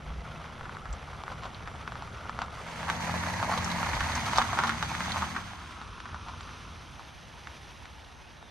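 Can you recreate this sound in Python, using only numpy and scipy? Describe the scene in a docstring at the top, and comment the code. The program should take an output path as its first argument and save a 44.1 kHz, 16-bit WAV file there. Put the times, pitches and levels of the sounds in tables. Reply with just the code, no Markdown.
"""A small car creeps along a gravel drive in the country, heard in stereo from the verge.
It comes from afar, rolls close by the microphone about four seconds in, then draws away.
The tyres grind a bed of small stones and now and then pinch a big one until it pops out and scatters grit.
Under the crunch the tyres rumble and the engine hums at low revs. The trees return a faint echo,
and distant birds chirp at the end."""
import sys
import numpy as np
from scipy import signal
from scipy.fft import rfft, irfft
from scipy.io import wavfile

SR = 44100
rng = np.random.default_rng(int(sys.argv[2]) if len(sys.argv) > 2 else 0)


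def to_wav(s):
    """Save 16-bit WAV."""
    ch = np.atleast_2d(s).T  # columns
    pcm = np.round(np.clip(ch, -1, 1) * 32767)  # PCM
    wavfile.write(sys.argv[1], SR, pcm.astype(np.int16))


N = 374850
TIME = np.arange(N) / SR
ABREAST_S = 4.03   # the car is level with the microphone
# how loudly the tyres work the gravel: time_s, level_db
TYRE_LEVEL = [(0.0, -47.5), (0.52, -47), (2.65, -47), (3.05, -36.5), (3.57, -35), (4.28, -34.5),
              (4.52, -35), (4.8, -38.5), (5.16, -35), (5.42, -43.5), (5.59, -47), (6.25, -48), (7.15, -51),
              (7.67, -49.5), (8.17, -53.5), (8.5, -54)]


def from_db(db):
    """Decibels to gain."""
    return 10 ** (np.asarray(db) / 20)


def rms_one(x):
    """Scale to unit power."""
    return x / np.sqrt(np.mean(x ** 2) + 1e-20)


def peak_one(x):
    """Scale to unit peak."""
    return x / (np.abs(x).max() + 1e-20)


def swell(centre_s, width_s):
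    """A bell-shaped rise and fall."""
    return np.exp(-.5 * ((TIME - centre_s) / width_s) ** 2)


def follow(curve, time_s=TIME):
    """Value of a curve table at the given moments."""
    return np.interp(time_s, *np.transpose(curve))


def drift(rate_hz):
    """Slow random wander with a spread of 1."""
    step = 40
    pole = np.exp(-2 * np.pi * step * rate_hz / SR)
    slow = signal.lfilter([1], [1, -2 * pole, pole * pole], rng.standard_normal(N // step + 2002))[2000:]
    return np.interp(np.arange(N) / step, np.arange(len(slow)), rms_one(slow))


def band(x, edges_hz, kind="band", order=2):
    """Butterworth filter."""
    return signal.sosfilt(signal.butter(order, edges_hz, kind, fs=SR, output="sos"), x + 1e-18)


def colour(x, points):
    """Minimum-phase filter that follows points of frequency_hz, gain_db."""
    size = 8192
    hz, db = np.transpose(points)
    grid = np.maximum(np.arange(size // 2 + 1) * SR / size, 1)
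    cepstrum = irfft(np.log(from_db(np.interp(np.log(grid), np.log(hz), db))))
    cepstrum[1:size // 2] *= 2
    cepstrum[size // 2 + 1:] = 0
    return signal.oaconvolve(x, irfft(np.exp(rfft(cepstrum))))[:N]


def reflections(x, t60_s, delay_s):
    """Many small echoes that die away; keeps the power."""
    t = np.arange(SR // 2) / SR
    echoes = rng.standard_normal(len(t)) * from_db(-60 * t / t60_s)
    return signal.oaconvolve(x, np.pad(echoes / np.linalg.norm(echoes), (int(delay_s * SR), 0)))[:N]


def lean(channels, balance):
    """Tip each part of the spectrum to the left or right."""
    half = np.array(balance) * [1, .5]
    return np.array([colour(channels[0], half), colour(channels[1], half * [1, -1])])


def stage_gains():
    """Equal-power gains of the car's approach, pass, departure and far end of the drive."""
    # each stage gives way to the next: start_s, end_s
    crossfades = [(2.52, 2.96), (5.34, 5.9), (6.2, 7.0)]
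    begun = [np.ones(N)] + [np.interp(TIME, span, [0, 1]) for span in crossfades] + [np.zeros(N)]
    return np.sqrt(np.maximum(-np.diff(begun, axis=0), 0))


def countryside(level_db):
    """Faint air over fields and woods, reaching the microphone from all sides."""
    # open country: frequency_hz, gain_db
    air = [(25, -8), (60, 11), (150, -4.5), (450, -4.5), (900, -7), (1900, -9.5), (2600, -52)]
    return from_db(level_db) * np.array([rms_one(colour(rng.standard_normal(N), air)) for _ in range(2)])


def birds():
    """Short, quavering chirps from the wood, each swelling and fading as it glides."""
    # distant calls: start_s, length_s, start_hz, end_hz, level_db
    chirps = [(8.2, .08, 2510, 2570, -60), (8.363, .05, 3850, 4000, -64), (8.418, 0.038, 3850, 3540, -58),
              (8.465, .045, 3680, 3380, -58)]
    quaver, out = 1 + 0.013 * drift(92), np.zeros(N)
    for start_s, length_s, start_hz, end_hz, db in chirps:
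        along = np.clip((TIME - start_s) / length_s, 0, 1)
        hz = (start_hz + (end_hz - start_hz) * along) * quaver
        out += from_db(db) * 4 * along * (1 - along) * np.sin(2 * np.pi * np.cumsum(hz) / SR)
    return out + from_db(-6) * reflections(out, t60_s=.15, delay_s=0.022)


def fan(pitch_hz, waver_db):
    """A faint hum, probably the cooling fan, plainest just after the car goes by."""
    db = follow(TYRE_LEVEL) - 17.5 + 18 * swell(centre_s=4.68, width_s=0.076) + waver_db * drift(3.4)
    hz = pitch_hz * (1 + 0.0091 * drift(10.5))
    return from_db(db) * np.sin(2 * np.pi * np.cumsum(hz) / SR)


def engine(gain_db, waver_db):
    """Low, unsteady orders of the crankshaft; their mix changes as the tail faces the microphone."""
    # engine speed and hum: time_s, turns_per_s, level_db
    revs = [(0, 25, -49), (.2, 25.2, -46), (.55, 26, -55), (2.1, 20, -58.5), (2.45, 20.3, -66),
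            (2.6, 27.8, -54.5), (3, 27.8, -41.5), (3.2, 29.2, -39), (3.5, 30.4, -45), (3.78, 28.9, -36),
            (4.02, 25, -55), (4.55, 20, -56), (4.8, 21.3, -43.5), (5.05, 24, -46), (5.35, 27.4, -45.5),
            (5.6, 26, -63.5), (8.5, 24, -95)]
    # crankshaft orders: multiple, front_db, behind_db
    orders = [(3, -5, 0), (6, 2, -5), (7.5, -6, 0.5), (9, -14, -4.5)]
    time_s, *columns = np.transpose(revs)
    turns_per_s, hum_db = (np.interp(TIME, time_s, column) for column in columns)
    angle = 2 * np.pi * np.cumsum(turns_per_s * (1 + 0.0037 * drift(9.3))) / SR
    behind = np.clip((TIME - ABREAST_S) / 0.59, 0, 1)
    out = np.zeros(N)
    for multiple, front_db, behind_db in orders:
        db = hum_db + gain_db + front_db + (behind_db - front_db) * behind + waver_db * drift(5.6)
        out += from_db(db) * np.sin(multiple * angle)
    return np.sqrt(2) * out


def rumble(approach, passing, departure, far_end):
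    """Tyres and body shaken by the uneven ground."""
    # rumble at a distance and close by: frequency_hz, gain_db
    far_colour = [(15, -9), (25, -29), (43, -2.5), (75, 1), (119, -5), (155, -6.5), (200, -11),
                  (400, -22.5), (520, -32.5), (880, -120)]
    near_colour = [(20, -39), (35, -12.5), (55, -9.5), (82, 5), (115, -2), (170, -5.5), (240, -8.5),
                   (330, -15.5), (450, -29.5), (800, -53.5)]
    far = from_db(1.5) * rms_one(colour(rng.standard_normal(N), far_colour))
    near = from_db(-4) * rms_one(colour(rng.standard_normal(N), near_colour))
    leaving = from_db(-2) * departure + from_db(-3.5) * far_end
    return approach * far + passing * near + leaving * band(far, 42, "high", order=3)


def thuds():
    """A wheel drops into a rut and the body booms on its springs, at an unsteady pitch."""
    # ruts in the drive: centre_s, level_db, width_s, pitch_hz
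    ruts = [(0.112, -36.5, 0.031, 53.5), (0.19, -41, 0.03, 53.9), (0.918, -34.5, 0.02, 53.9),
            (4.038, -36, 0.1, 72), (4.38, -41, 0.026, 66.3), (6.147, -41.5, 0.025, 76.5)]
    clock = np.cumsum(1 + 0.2085 * drift(24.4)) / SR
    return np.sqrt(2) * sum(from_db(db) * swell(centre_s, width_s) * np.sin(2 * np.pi * hz * clock)
                            for centre_s, db, width_s, hz in ruts)


def scrubs():
    """Stones slide under the turning tyres: first a hollow grind, then a hiss of fine grit."""
    # slides on the bend: centre_s, width_s, level_db, low_hz, high_hz
    slides = [(2.25, .25, -50.5, 1170, 1450), (2.822, .15, -64, 4500, 8500)]
    return sum(from_db(db) * swell(centre_s, width_s) * rms_one(band(rng.standard_normal(N), edges_hz))
               for centre_s, width_s, db, *edges_hz in slides)


def small_stones(count, gain_db, spread_db):
    """Random hits under the tread that follow the tyres' level: start_s, level_db, pitch_hz."""
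    when, size, pitch = rng.random((count, 3)).T
    start_s = when * N / SR
    return zip(start_s, follow(TYRE_LEVEL, start_s) + gain_db + spread_db * size ** 2, 1700 * 3.2 ** pitch)


def clinks(rows, t60_s):
    """Loose pebbles are struck and ring out; rows of start_s, level_db, pitch_hz."""
    out, t = np.zeros(N + SR), np.arange(SR // 25) / SR
    for start_s, db, hz in rows:
        start = int(start_s * SR)
        out[start:start + len(t)] += from_db(db - 60 * t / t60_s) * np.sin(2 * np.pi * hz * t)
    return out[:N]


def chips(rows, t60_s, fractures_per_s=2000):
    """A chip of stone snaps: one fracture, then a quick run of weaker ones; rows as for clinks."""
    out, t = np.zeros(N + SR), np.arange(SR // 50) / SR
    for start_s, db, hz in rows:
        size, chance = rng.random((2, len(t)))
        fractures = (2 * size - 1) * (chance < fractures_per_s / SR) * from_db(-3.5 - 60 * t / t60_s)
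        fractures[0] = 1
        start = int(start_s * SR)
        out[start:start + len(t)] += from_db(db) * peak_one(band(fractures, [hz / 1.21, hz * 1.21]))
    return out[:N]


def small_pops(count, until_s, gain_db, spread_db, snap_db, grit_db):
    """Rows for pops: lesser stones at random moments, following the tyres' level."""
    when, size, pitch = rng.random((count, 3)).T
    starts_s = (np.arange(count) + when) / count * until_s
    levels_db = follow(TYRE_LEVEL, starts_s) + gain_db + spread_db * size
    return [(*row, snap_db, grit_db) for row in zip(starts_s, levels_db, 850 * 1.48 ** pitch)]


def pops(rows, gain_db, squeeze_s=0.018, grit_per_s=1500, grit_t60_s=0.11, rebound_t60_s=0.027):
    """A pinched stone crackles, shoots free with a knock and a snap, then rattles its neighbours."""
    # treble of a snap at the microphone: frequency_hz, gain_db
    snap_colour = [(6200, 4), (7500, -5), (12500, -6), (14000, -21)]
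    lead = int(squeeze_s * SR)
    t = np.arange(-lead, SR // 8) / SR   # zero as the stone gives way
    knocks, snaps = np.zeros((2, N + SR))
    for release_s, db, hz, snap_db, grit_db in rows:
        size, chance = rng.random((2, len(t)))
        rattle = (2 * size - 1) * (chance < grit_per_s / SR) * (np.abs(t) > .002)
        rattle_db = np.where(t < 0, grit_db / 2 - 13.5, min(grit_db, -3) - 60 * t / grit_t60_s)
        # the freed stone chatters on the ground
        rebound = (t > 0) * from_db(-26.5 - 60 * np.abs(t) / rebound_t60_s) * rng.standard_normal(len(t))
        hits = from_db(rattle_db) * rattle + rebound
        hits[lead] = 1
        knock = peak_one(band(hits, [hz / 1.38, hz * 1.38]))
        thump = from_db(-21.5) * peak_one(band(hits, [170, 403]))   # the tread springs back
        snap = peak_one(band(hits * from_db(-60 * np.abs(t) / 0.93), [1053, 3586], order=1))
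        start = max(int(release_s * SR) - lead, 0)
        knocks[start:start + len(t)] += from_db(db) * (knock + thump)
        snaps[start:start + len(t)] += from_db(db + snap_db + 12) * snap
    return from_db(gain_db) * (knocks[:N] + colour(snaps[:N], snap_colour))


def single_stones(near):
    """Pops, chips and flicked pebbles stand out of the crunch; distance dulls them."""
    # big stones pinched by a tyre: release_s, level_db, pitch_hz, snap_db, grit_db
    pinched = [(0.416, -35, 1200, -28, -14), (0.442, -32.5, 1360, -19, -12), (0.61, -27.5, 1180, -32, -10),
               (0.655, -28.5, 1190, -25, -8), (0.694, -26.5, 1240, -31, -14), (0.75, -29, 990, -17, -12),
               (0.769, -26, 1150, -26, -19), (0.856, -27.5, 1190, -20, -5), (1.028, -34, 1300, -26, -16),
               (1.132, -29, 1150, -26, -9), (1.237, -25, 950, -14, -22), (1.28, -21.5, 1140, -31, -16),
               (1.319, -26.5, 935, -16, -8), (1.435, -27.5, 960, -12.5, 7), (1.455, -27, 950, -16, -4),
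               (1.675, -25, 1300, -19, -6), (1.877, -21, 1230, -20, -19), (1.921, -23.5, 1070, -20, -19),
               (1.955, -26.5, 1130, -19, -10), (2.023, -25, 900, -17, -11), (2.295, -19.5, 1090, -20, -19),
               (2.39, -17.5, 1090, -22, -19), (2.418, -18.5, 1000, -14, -8), (2.83, -22, 1160, -20, -18),
               (2.882, -19, 990, -26, -14), (2.891, -17.5, 1190, -25, -6), (2.9, -13.5, 1260, -15, -11),
               (3.095, -17.5, 1000, -30, -7), (3.428, -14, 940, -25, -10), (3.495, -18.5, 690, -30, -8),
               (3.516, -16.5, 960, -25, 2), (3.539, -18, 970, -32, -18), (3.577, -22, 850, -10, -14),
               (3.678, -25, 960, -20, -11), (3.83, -14, 1040, -27, -18), (3.864, -20, 1040, -22, -6),
               (3.933, -20, 1500, -24, -16), (4.007, -16, 1350, -16, -8), (4.064, -21, 920, -30, -6),
               (4.334, -16, 1070, -24, -12), (4.36, -20.5, 1050, -8, 4), (4.384, -5, 1000, -19, -7.5),
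               (4.417, -12.5, 1170, -22, -3), (4.531, -15.5, 940, -34, -8), (4.589, -9.5, 1140, -24, -6),
               (4.602, -19, 1100, -24, -17), (4.637, -10, 1120, -24, -6), (4.671, -21.5, 1000, -11, 0),
               (4.694, -13.5, 1320, -18.5, -5), (4.722, -23, 1400, -20, -15),
               (4.827, -14, 1210, -17, -10.5), (4.951, -18.5, 1440, -24, -18),
               (5.006, -16.5, 1280, -24, -11), (5.16, -19, 945, -26, -2), (5.222, -17, 1100, -28, 5),
               (5.363, -16.5, 1230, -33, -3), (5.815, -30, 1140, -12, -2), (6.003, -30, 1220, -9.5, -9),
               (6.056, -28, 1180, -25, -4.5), (6.145, -23, 1090, -24, -6.5), (6.285, -28, 1080, -15, -4),
               (6.408, -32, 1200, -6.5, -13), (6.492, -30, 1280, -22, -6), (6.995, -30, 1020, -19, -7),
               (7.472, -27.5, 1450, -15, -15), (7.856, -40.5, 1600, -2, -12), (8.427, -33, 950, -24, -21)]
    # chips that break off: start_s, level_db, pitch_hz
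    broken = [(0.927, -32, 5940), (1.5463, -32, 3530), (3.578, -30, 3700), (3.645, -22.5, 6000),
              (3.7155, -25, 4300), (3.9518, -26.5, 4360), (4.119, -29, 3800), (4.153, -23, 5600),
              (4.376, -15, 5020), (4.3867, -22, 3980), (5.1193, -23, 3960), (6.431, -41, 3900),
              (8.047, -42, 3600)]
    lesser = small_pops(count=64, until_s=6.5, gain_db=4, spread_db=12, snap_db=-26, grit_db=-10.5)
    stones = pops(pinched + lesser, gain_db=-1.5)
    stones += chips(broken, t60_s=0.033)
    stones += chips(small_stones(count=160, gain_db=-10, spread_db=12), t60_s=0.015)
    stones += clinks(small_stones(count=220, gain_db=-11, spread_db=11.5), t60_s=0.02)
    return near * stones + (1 - near) * band(stones, 5470, "low", order=4)


def contacts(per_s, spread_db=2.5):
    """Stone-on-stone clicks at random moments: many weak ones, a few strong."""
    sizes = from_db(spread_db * np.minimum(rng.exponential(1, N), 4.5)) * rng.choice([-1, 1], N)
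    return sizes * (rng.random(N) < per_s / SR)


def gravel_bed(per_s, clump_db, crack_db, knock_db, wash_db):
    """White crunch: each stone rings a few cycles at a pitch of its size, in clumps as the tread bites."""
    rate = per_s * from_db(clump_db * drift(24))
    clicks = contacts(rate)
    edges_hz = np.geomspace(250, 16000, 15)
    shares = np.diff(edges_hz ** .75)   # small stones outnumber big ones, so the treble is the smoothest
    click_band = rng.choice(len(shares), N, p=shares / shares.sum())
    rings = sum(rms_one(band(clicks * (click_band == k), edges_hz[k:k + 2], order=1)) * np.sqrt(width)
                for k, width in enumerate(np.diff(edges_hz)))
    cracks = rms_one(band(contacts(rate / 20), 5500, "low"))   # sharp contacts, many pitches at once
    when, size, pitch = rng.random((3, 1500))
    knocks = rms_one(clinks(zip(when * N / SR, 18 * size ** 2, 650 * 4 ** pitch), t60_s=0.031))
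    wash = rng.standard_normal(N)
    return rms_one(rings) + from_db(crack_db) * cracks + from_db(knock_db) * knocks + from_db(wash_db) * wash


def graded(bed, spectrum, coarse_db, pebble_db, grit_db):
    """The gravel, coloured and split into coarse stones, pebbles and grit, each at its own level."""
    sound = colour(bed, spectrum)
    return (from_db(coarse_db) * rms_one(band(sound, 850, "low", order=5))
            + from_db(pebble_db) * rms_one(band(sound, [850, 2200], order=3))
            + from_db(grit_db) * rms_one(band(sound, 2200, "high", order=5)))


def crunch(approach, passing, departure, far_end):
    """The tyres grind the gravel; distance blurs the single stones as the car leaves."""
    # gravel coming, close in front, close behind, leaving and far off: frequency_hz, gain_db
    coming_colour = [(220, -23), (430, -1.5), (720, -0.5), (950, -1.5), (1350, 5), (1800, -8), (2050, -5.5),
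                     (2500, -9.5), (3400, -9.5), (4200, -15.5), (6400, -18), (7300, -34), (10000, -26),
                     (13000, -39)]
    front_colour = [(250, -6), (400, -12), (520, -3.5), (760, 0), (950, 5), (1180, 0), (1300, -1.5),
                    (1460, -2.5), (1650, 0.5), (2080, -3.5), (2500, -10), (3400, -18.5), (4400, -12),
                    (5800, -18), (6350, -12), (7300, -23), (13000, -29)]
    behind_colour = [(250, -3), (420, -6), (720, 3.5), (1000, 5.5), (1350, 4.5), (1750, -2), (2200, -3.5),
                     (2700, -11.5), (3300, -13), (4000, -12.5), (5000, -11.5), (5500, -19), (6280, -9.5),
                     (7000, -20), (13000, -29.5)]
    leaving_colour = [(220, -2), (420, -3.5), (780, -9), (1000, 6.5), (1350, 8.5), (1950, -9), (2400, -6),
                      (3600, -7), (4300, -13), (6400, -13), (7200, -35.5), (10000, -22), (13000, -45.5)]
    far_colour = [(220, -1.5), (420, -2.5), (880, -0.5), (1100, -4.5), (1400, -2.5), (1950, -7),
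                  (2900, -0.5), (3700, -0.5), (4300, -4.5), (6400, -5), (7200, -24), (10000, -14.5),
                  (13000, -25.5)]
    bed = gravel_bed(per_s=11000, clump_db=3, crack_db=-8.5, knock_db=-14.5, wash_db=-7.5)
    blur = rng.standard_normal(N)
    nearing_db = 1.04 * (TIME - 1.5)   # the grit grows clearer as the car comes nearer
    thrown_db = -3 * np.clip(TIME - ABREAST_S, -1, 1)   # low grinding is thrown forwards, so it fades
    behind = np.interp(TIME, [3.93, 4.37], [0, 1])   # the tail turns to the microphone
    gravel = approach * graded(bed, coming_colour, -5.4, -5.2, nearing_db - 7.7)
    gravel += passing * (1 - behind) * graded(bed, front_colour, thrown_db - 8.7, -4.7, -8)
    gravel += passing * behind * graded(bed, behind_colour, thrown_db - 9.6, -5.3, -7.6)
    gravel += departure * graded(bed + 2.7 * blur, leaving_colour, -9.5, -4.5, -7)
    gravel += far_end * graded(bed + blur, far_colour, -10.5, -5, -7)
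    return band(gravel, 12950, "low", order=24)


def rolling(stages):
    """The tyres on the drive: crunch and rumble rise and fall together, with scrubs and thuds."""
    return from_db(follow(TYRE_LEVEL)) * (crunch(*stages) + rumble(*stages)) + scrubs() + thuds()


def scene():
    """The drive in stereo from the verge; the trees return a faint echo of the stones."""
    # stereo width, far and near; a thin band near 7 kHz (far) and above 13 kHz (near) sounds very wide:
    # frequency_hz, side_gain_db
    far_side = [(25, -11), (70, -27), (250, -52), (500, -24), (1100, -19), (1900, -9), (2500, -21),
                (6200, -79), (7000, 17.5), (9000, 2), (10500, -9)]
    near_side = [(60, -19), (210, -12), (450, -3.5), (1000, -11), (1800, -6), (2500, -5), (3400, 6.5),
                 (4900, -7.5), (5800, 1), (6400, -1), (7500, -1), (9300, 1.5), (11300, -30), (13600, 15)]
    # balance, far and near: frequency_hz, left_over_right_db
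    far_balance = [(150, -0.5), (1250, 0.9), (1520, 4), (1770, -7.5), (2100, -1.5)]
    near_balance = [(250, 0.5), (480, -1.5), (700, 1), (1000, -1), (3500, -3), (6500, 0), (8500, 6.5),
                    (10500, 1.5)]
    stages = stage_gains()
    near = stages[1] ** 2
    stones = single_stones(near)
    hum = engine(gain_db=-3.5, waver_db=0.5) + fan(pitch_hz=232.4, waver_db=4)
    mid = rolling(stages) + stones + hum + birds()
    diffuse = rolling(stages) + reflections(stones + hum, t60_s=0.033, delay_s=0.00034)   # off the ground
    side = near * colour(diffuse, near_side) + (1 - near) * colour(diffuse, far_side)
    channels = mid + side, mid - side
    placed = near * lean(channels, near_balance) + (1 - near) * lean(channels, far_balance)
    trees = band(np.array([reflections(stones, t60_s=0.81, delay_s=0.015) for _ in range(2)]), 1240, "low")
    return placed + from_db(-13.5) * trees + countryside(level_db=-55)


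def record(dry):
    """The top is cut steeply, 70 dB down from 15.8 kHz."""
    return signal.sosfilt(signal.cheby2(14, 70, 15800, fs=SR, output="sos"), dry)


dry = scene()
out = record(dry)
to_wav(out)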